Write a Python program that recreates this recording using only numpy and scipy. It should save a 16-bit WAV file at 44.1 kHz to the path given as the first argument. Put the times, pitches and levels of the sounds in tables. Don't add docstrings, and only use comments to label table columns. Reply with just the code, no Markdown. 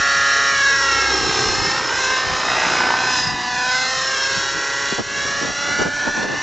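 import sys
import numpy as np
from scipy import signal
from scipy.fft import rfft, irfft, next_fast_len
from scipy.io import wavfile
from scipy.ndimage import uniform_filter1d

SR = 44100
rng = np.random.default_rng(int(sys.argv[2]) if len(sys.argv) > 2 else 0)


def unload_audio(sound):
    columns = np.transpose(np.atleast_2d(sound))
    steps = np.round(np.clip(columns, -1, 1) * 32767)
    wavfile.write(sys.argv[1], SR, steps.astype(np.int16))


N = 283122
TIME = np.arange(N) / SR
GEAR_RATIO = 8.5

# (time [s], speed [turns per s])
ENGINE_SPEED = [(0, 279.4), (.6, 277.8), (1.05, 270.9), (1.49, 263), (1.87, 262.9), (2.09, 260.5),
                (2.54, 253.4), (2.84, 251.2), (3.02, 255.7), (3.43, 245.7), (3.6, 248.6), (3.88, 259.2),
                (4.18, 267.6), (4.48, 274.4), (4.9, 280), (5.33, 281), (5.9, 289.2), (6.42, 294.1)]
def shaft_angles():
    speed, = in_time(ENGINE_SPEED)
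    crank = 2 * np.pi * np.cumsum(speed) / SR
    return crank, crank / GEAR_RATIO


# (time [s], exhaust level [dB], load [0-1])
ENGINE_EFFORT = [(0, -23, 0.15), (.8, -21.5, 0.2), (1, -21.5, .3), (1.25, -32.5, 0.75), (1.5, -35, 1),
                 (1.72, -28, .6), (1.9, -32, 0.3), (2.15, -26, 0.75), (2.4, -31.5, .9), (2.72, -29, 0.6),
                 (2.88, -23, 0.5), (3.36, -34.5, 1), (3.75, -28.5, 1), (4.17, -29.5, 0.29),
                 (4.75, -29.5, 0.33), (5.52, -30, .27), (5.74, -25, 0.1), (6, -29.5, 0.13)]
# (pitch [x engine speed], level running light [dB], level under load [dB])
EXHAUST_TONES = [(1, -12.5, -19), (2, -15, -10), (3, -15, -8), (4, -14, 0.5), (5, 1, -22), (6, -0.5, -1),
                 (7, -9.5, 0), (8, -15.5, -4), (9, -15, -15)]
# (pitch [x engine speed], level running light [dB], level under load [dB])
RASP_TONES = [(9.29, -6, -7.5), (10, 1, 2.5), (11.05, -8, -9.5), (12, -0.5, -3.5), (12.8, -20, -4.5),
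              (13.7, 1.5, -5), (15.95, -4.5, -1.5), (17.2, -13, -3.5), (17.3, -17, -5), (17.7, -15, -8),
              (28.22, -13.5, -14)]
def exhaust(crank, rotor, wobble=0.1, wobble_light=0.051, jitter=0.021):
    level_db, load = in_time(ENGINE_EFFORT)
    treble_db, = in_time(TREBLE_SWING)
    load = np.clip(load, 0, 1)
    angle = crank + (wobble + wobble_light * (1 - load)) * np.sin(rotor) + jitter * drift(40)
    low_db = 0.74 * (level_db.mean() - level_db)
    tones = firing_tones(angle, EXHAUST_TONES, load, flutter_db=1.16, low_db=low_db)
    buzz = np.sqrt(2) * from_db(level_db) * tones
    rasp_db = hiss_level() - 4.5 * (1 - load) + 0.15 * treble_db
    rasp = from_db(rasp_db) * rms_one(firing_tones(angle, RASP_TONES, load, flutter_db=4.0))
    return (buzz + rasp) * (1 + 0.024 * np.cos(2 * rotor))


def firing_tones(angle, table, load, flutter_db, low_db=0):
    multiples, light, loaded = np.transpose(table)
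    skip_db = skipped_firings()
    out = np.zeros(N)
    for half in range(round(2 * multiples[0]), round(2 * multiples[-1])):
        k, halfway = half / 2, half % 2
        if halfway and k > 15:
            continue
        db = np.interp(k, multiples, light) * (1 - load) + np.interp(k, multiples, loaded) * load
        db = db + low_db * (k < 4) + skip_db * halfway
        out += from_db(db + flutter_db * drift(3.6)) * np.cos(k * angle + rng.uniform(0, 2 * np.pi))
    return out


# (start [s], end [s], halfway tones against whole ones [dB])
SKIP_SPELLS = [(0, 0.497, -3), (1.897, 1.984, -1.5), (2.577, 2.665, 2.5), (4.126, 5.353, -4.5),
               (5.537, 6.05, -14.5)]
def skipped_firings(fade_db_per_s=76, steady_firing_db=-22.5):
    spells = [db - fade_db_per_s * np.abs(TIME - np.clip(TIME, start, end))
              for start, end, db in SKIP_SPELLS]
    return np.maximum(np.max(spells, axis=0), steady_firing_db)


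# (time [s], level [dB])
TREBLE_SWING = [(0, -0.5), (1.25, 0.5), (1.42, 4), (1.85, -4), (2.03, 2.5), (2.25, -4.5), (2.5, -2),
                (2.73, 0.5), (2.88, -7.5), (3.03, -2.5), (3.18, 4), (3.33, -8), (3.5, -5.5), (3.72, 0),
                (4.38, 1), (4.6, -2.5), (4.9, -0.5), (6.42, -8.5)]
def hiss_level():
    exhaust_db = in_time(ENGINE_EFFORT)[0]
    return -27.5 + 0.5 * in_time(TREBLE_SWING)[0] + 0.34 * (exhaust_db - exhaust_db.mean())


# (frequency [Hz], level [dB])
HISS_COLOUR = [(700, -17), (1300, 2.5), (1800, 5), (2250, -9), (2700, 4), (3300, -2), (4000, 3.5),
               (4700, -2.5), (5600, 3.5), (6600, -9), (8000, -26)]
# (frequency [Hz], level [dB])
SIZZLE_COLOUR = [(4000, -33), (5600, 7.5), (6300, 7), (7200, 5), (7900, -8)]
def exhaust_hiss(crank, rotor, hiss_db=-1.0, sizzle_db=-32):
    hiss = from_db(hiss_level() + hiss_db) * noise(HISS_COLOUR)
    sizzle = from_db(in_time(TREBLE_SWING)[0] + sizzle_db) * noise(SIZZLE_COLOUR)
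    pulsing = puffs(crank, depth=0.3) * puffs(rotor, depth=0.053) * puffs(2 * rotor, depth=0.017)
    return (hiss + sizzle) * pulsing


# (time [s], thrum level [dB], swish level [dB])
ROTOR_BITE = [(0, -46, -34.5), (.75, -40.5, -33.5), (1.1, -31.5, -28), (1.38, -30, -25.5), (1.7, -34, -26),
              (2.2, -39, -27.5), (2.6, -35.5, -22), (2.84, -31, -21.5), (3.4, -41, -32.5),
              (4.2, -43.5, -33), (5.05, -41, -36), (5.7, -38.5, -33)]
# (frequency [Hz], level [dB])
THRUM_COLOUR = [(30, -25), (62, -7), (125, -8.5), (190, -8), (260, -3.5), (390, 0), (480, -6.5), (560, -24),
                (900, -20.5)]
# (time [s], level [dB])
DRONE_LEVEL = [(0, -53.5), (.6, -52.5), (1.11, -37), (1.5, -53.5), (6.42, -59.5)]
def blade_thrum(rotor, thrum_db=1.0, odd_db=-4, flutter_db=4.5, stray=0.21):
    turn_hz = np.mean(np.array(ENGINE_SPEED)[:, 1]) / GEAR_RATIO
    thrum = np.zeros(N)
    for k in range(3, 21):
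        db = at_hz(THRUM_COLOUR, k * turn_hz) + odd_db * (k % 2) + flutter_db * drift(8.5)
        thrum += from_db(db) * np.sin(k * rotor + stray * drift(16) + rng.uniform(0, 2 * np.pi))
    drone = from_db(in_time(DRONE_LEVEL)[0]) * rms_one(np.sin(2 * rotor))
    return from_db(in_time(ROTOR_BITE)[0] + thrum_db) * rms_one(thrum) + drone


# (frequency [Hz], level [dB])
SWISH_COLOUR = [(100, -43), (300, -6.5), (550, -7), (850, 0.5), (1300, -0.5), (1800, -4), (2400, -6.5),
                (4000, -15.5)]
def blade_swish(rotor, swish_db=0.5, chop=0.15, chop_hard=0.55):
    level_db = in_time(ROTOR_BITE)[1]
    depth = chop + chop_hard * from_db(level_db - level_db.max())
    chops = np.exp(depth * np.cos(2 * rotor)) / np.sqrt(np.i0(2 * depth))
    return from_db(level_db + swish_db) * noise(SWISH_COLOUR) * chops


# (time [s], level [dB])
WAKE_STRIKES = [(2.807, -10.5), (2.871, -20), (2.889, -12), (2.905, -7), (2.922, -14.5), (2.939, -9),
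                (2.955, -24), (3.005, -14), (3.021, -11), (3.037, -15), (3.073, -18), (3.107, -18.5)]
def blade_slaps(ring_hz=950, width_hz=300):
    out = np.zeros(N)
    for start, db in WAKE_STRIKES:
        age = np.maximum(TIME - start, 0)
        rise = np.pi * width_hz * age
        envelope = rise * np.exp(1 - np.minimum(rise, 50))
        out += from_db(db) * envelope * np.sin(2 * np.pi * ring_hz * age)
    return out


def tail_rotor(crank, beats_per_turn=1.2, tail_db=-13, stray=0.21):
    tones = sum(from_db(db) * np.cos(k * beats_per_turn * crank + stray * drift(15))
                for k, db in enumerate([-20.5, -19, -15, 2.0], start=1))
    return from_db(in_time(ROTOR_BITE)[1] + tail_db) * rms_one(tones)


# (time [s], level [dB])
WHINE_LEVEL = [(0, -27.5), (.6, -25), (1.33, -22), (1.48, -20.5), (1.72, -23), (1.87, -26.5), (2.35, -29),
               (2.62, -26.5), (3.03, -28.5), (3.27, -15.5), (3.35, -33.5), (3.57, -34), (3.7, -24),
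               (3.88, -31), (4.2, -21.5), (4.55, -31.5), (5.7, -29.5), (6.42, -35.5)]
def main_gear(crank, rotor, teeth=20, whine_db=-4.5, flutter_db=3.0):
    slack = 1 - np.clip(in_time(ENGINE_EFFORT)[1], 0, 1)
    off_centre = (1.2 + 2.6 * slack) * np.sin(rotor)
    rattle = 0.88 * drift(100) + slack * drift(200)
    tone = np.cos(teeth * crank + off_centre + rattle)
    whine = rms_one(tone * from_db(flutter_db * drift(57)) * puffs(rotor, depth=0.099))
    return from_db(in_time(WHINE_LEVEL)[0] + whine_db) * whine


def tail_gear(crank, rotor, bites_per_turn=16, off_centre=0.51, scatter=0.6):
    load = in_time(ENGINE_EFFORT)[1]
    level_db = -47.5 + 9 * load + 2 * in_time(TREBLE_SWING)[0]
    angle = bites_per_turn * crank + off_centre * np.sin(rotor) + scatter * drift(72)
    return from_db(level_db) * rms_one(np.cos(angle))


# (time [s], delay [ms])
ECHO_DELAY = [(0, 1.6), (.47, 1.606), (1.15, 2.44), (1.42, 2.52), (2.2, 1.76), (3.15, 1.14), (3.44, 1.026),
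              (4, 1.63), (4.45, 2.06), (4.97, 2.02), (5.65, 1.436), (6.42, 1.06)]
# (time [s], level [dB])
ECHO_LEVEL = [(0, -0.5), (1, -0.5), (1.8, -3.5), (2.1, -3), (2.5, -9), (2.9, -10), (3.4, -1), (6.42, -1.5)]
# (frequency [Hz], level [dB])
ECHO_COLOUR = [(100, -1), (900, -5.5), (1500, -2), (2200, -1.5), (3000, -5), (4500, -9.5), (7500, -9.5)]
def with_ground_echo(direct):
    delay_ms, = in_time(ECHO_DELAY)
    echo_db, = in_time(ECHO_LEVEL)
    echo = np.interp(TIME - delay_ms / 1000, TIME, coloured(direct, ECHO_COLOUR))
    return direct + from_db(echo_db) * echo


# (frequency [Hz], width [Hz], level [dB])
RIGHT_LEANING_BANDS = [(1430, 210, -15.5), (2350, 190, -11.5), (5300, 500, -21)]
def stereo_spread(sound):
    side = sum(from_db(db) * signal.lfilter(*signal.iirpeak(hz, hz / width, fs=SR), sound)
               for hz, width, db in RIGHT_LEANING_BANDS)
    return np.array([sound - side, sound + side])


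# (frequency [Hz], level [dB])
RUMBLE_COLOUR = [(15, -0.5), (40, -0.5), (80, 2.5), (160, 4), (300, -9.5), (700, -20), (2000, -37.5)]
# (frequency [Hz], level [dB])
BUFFET_COLOUR = [(40, -32), (110, -7), (220, 2), (350, -1), (700, -3.5), (1200, -12), (3000, -29)]
# (time [s], half-length [s], level [dB], hardness [0-1])
WIND_GUSTS = [(1.268, 0.054, -30, 0.2), (1.552, 0.073, -27, 0.27), (1.72, .04, -35, 0.1),
              (2.31, 0.043, -34.5, 0), (3.276, .045, -33, 0), (4.37, 0.014, -36.5, 0),
              (4.564, 0.015, -33, 0), (4.928, 0.005, -19.5, 0.81), (5, .011, -12.5, 0.78),
              (5.213, 0.14, -32.5, 0.8), (5.438, 0.028, -26.5, 0.93), (5.503, 0.0091, -19.5, 0.87),
              (5.707, 0.051, -28.5, 0.8), (5.815, 0.019, -21.5, 0.9), (5.874, 0.017, -19, 1),
              (6.08, 0.017, -19.5, 0.9), (6.191, 0.03, -24.5, 0.98), (6.246, 0.023, -20, 0.95),
              (6.32, 0.03, -22, 1)]
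def wind(breeze_db=-44.5, wander_db=2.5, swell_s=0.031, swell_db=16):
    rumble = from_db(breeze_db + wander_db * drift(2.6))
    buffet, swell = 0, 0
    for peak_s, half_s, db, hardness in WIND_GUSTS:
        hardness = np.clip(hardness, 0, 1)
        gust = from_db(db) * np.exp(-0.5 * ((TIME - peak_s) / half_s) ** 2)
        rumble += (1 - hardness) * gust
        buffet += hardness * gust
        swell_at = peak_s + half_s + swell_s / 2
        swell += hardness * from_db(db + swell_db) * np.exp(-0.5 * ((TIME - swell_at) / swell_s) ** 2)
    soft = rumble * swirling_air(RUMBLE_COLOUR, shared=0.074) * from_db([[0.7], [-0.7]])
    hard = buffet * swirling_air(BUFFET_COLOUR, shared=0.16)
    return soft + hard + swell


def swirling_air(colour, shared, lumps_db=2.6):
    common = np.sqrt(shared) * noise(colour)
    separate = np.sqrt(1 - shared) * np.array([noise(colour), noise(colour)])
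    return rms_one((common + separate) * from_db(lumps_db * drift(28)))


def from_db(db):
    return 10 ** (np.asarray(db) / 20)


def rms_one(x):
    return x / np.sqrt(np.mean(x ** 2) + 1e-20)


def in_time(rows):
    times, *columns = np.transpose(rows)
    return [np.interp(TIME, times, column) for column in columns]


def at_hz(colour, hz):
    hzs, dbs = np.transpose(colour)
    return np.interp(np.log(hz + 1e-3), np.log(hzs), dbs)


def drift(rate_hz):
    step = 40
    pole = np.exp(-2 * np.pi * step * rate_hz / SR)
    slow = signal.lfilter([1], [1, -2 * pole, pole * pole], rng.standard_normal(N // step + 2002))[2000:]
    return np.interp(np.arange(N) / step, np.arange(len(slow)), rms_one(slow))


def puffs(angle, depth):
    return rms_one(np.exp(depth * np.cos(angle)))


def coloured(x, colour):
    size = next_fast_len(N)
    hz = np.arange(size // 2 + 1) * SR / size
    ends = np.minimum(hz / colour[0][0], 1) ** 2 / np.maximum(hz / colour[-1][0], 1) ** 2
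    return irfft(rfft(x, size) * from_db(at_hz(colour, hz)) * ends, size)[:N]


def noise(colour):
    return rms_one(coloured(rng.standard_normal(N), colour))


def scene():
    crank, rotor = shaft_angles()
    hiss = exhaust_hiss(crank, rotor)
    gears = main_gear(crank, rotor) + tail_gear(crank, rotor)
    engine = exhaust(crank, rotor)
    blades = blade_thrum(rotor) + blade_swish(rotor) + blade_slaps() + tail_rotor(crank)
    return stereo_spread(with_ground_echo(engine + hiss + blades + gears)) + wind()


def record(dry, threshold_db=-6, recovery_db_per_s=45, low_cut_hz=30, high_cut_hz=7950):
    level_db = 20 * np.log10(uniform_filter1d(np.abs(dry).mean(axis=0), size=256) + 1e-6)
    excess_db = np.maximum(level_db - threshold_db, 0)
    recovery = recovery_db_per_s * TIME
    duck_db = np.maximum.accumulate(excess_db + recovery) - recovery
    ducked = dry * from_db(-uniform_filter1d(duck_db, size=512))
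    out = signal.sosfilt(signal.butter(6, low_cut_hz, "high", fs=SR, output="sos"), ducked)
    return signal.sosfilt(signal.ellip(12, 0.2, 80, high_cut_hz, fs=SR, output="sos"), out)


dry = scene()
out = record(dry)
unload_audio(out)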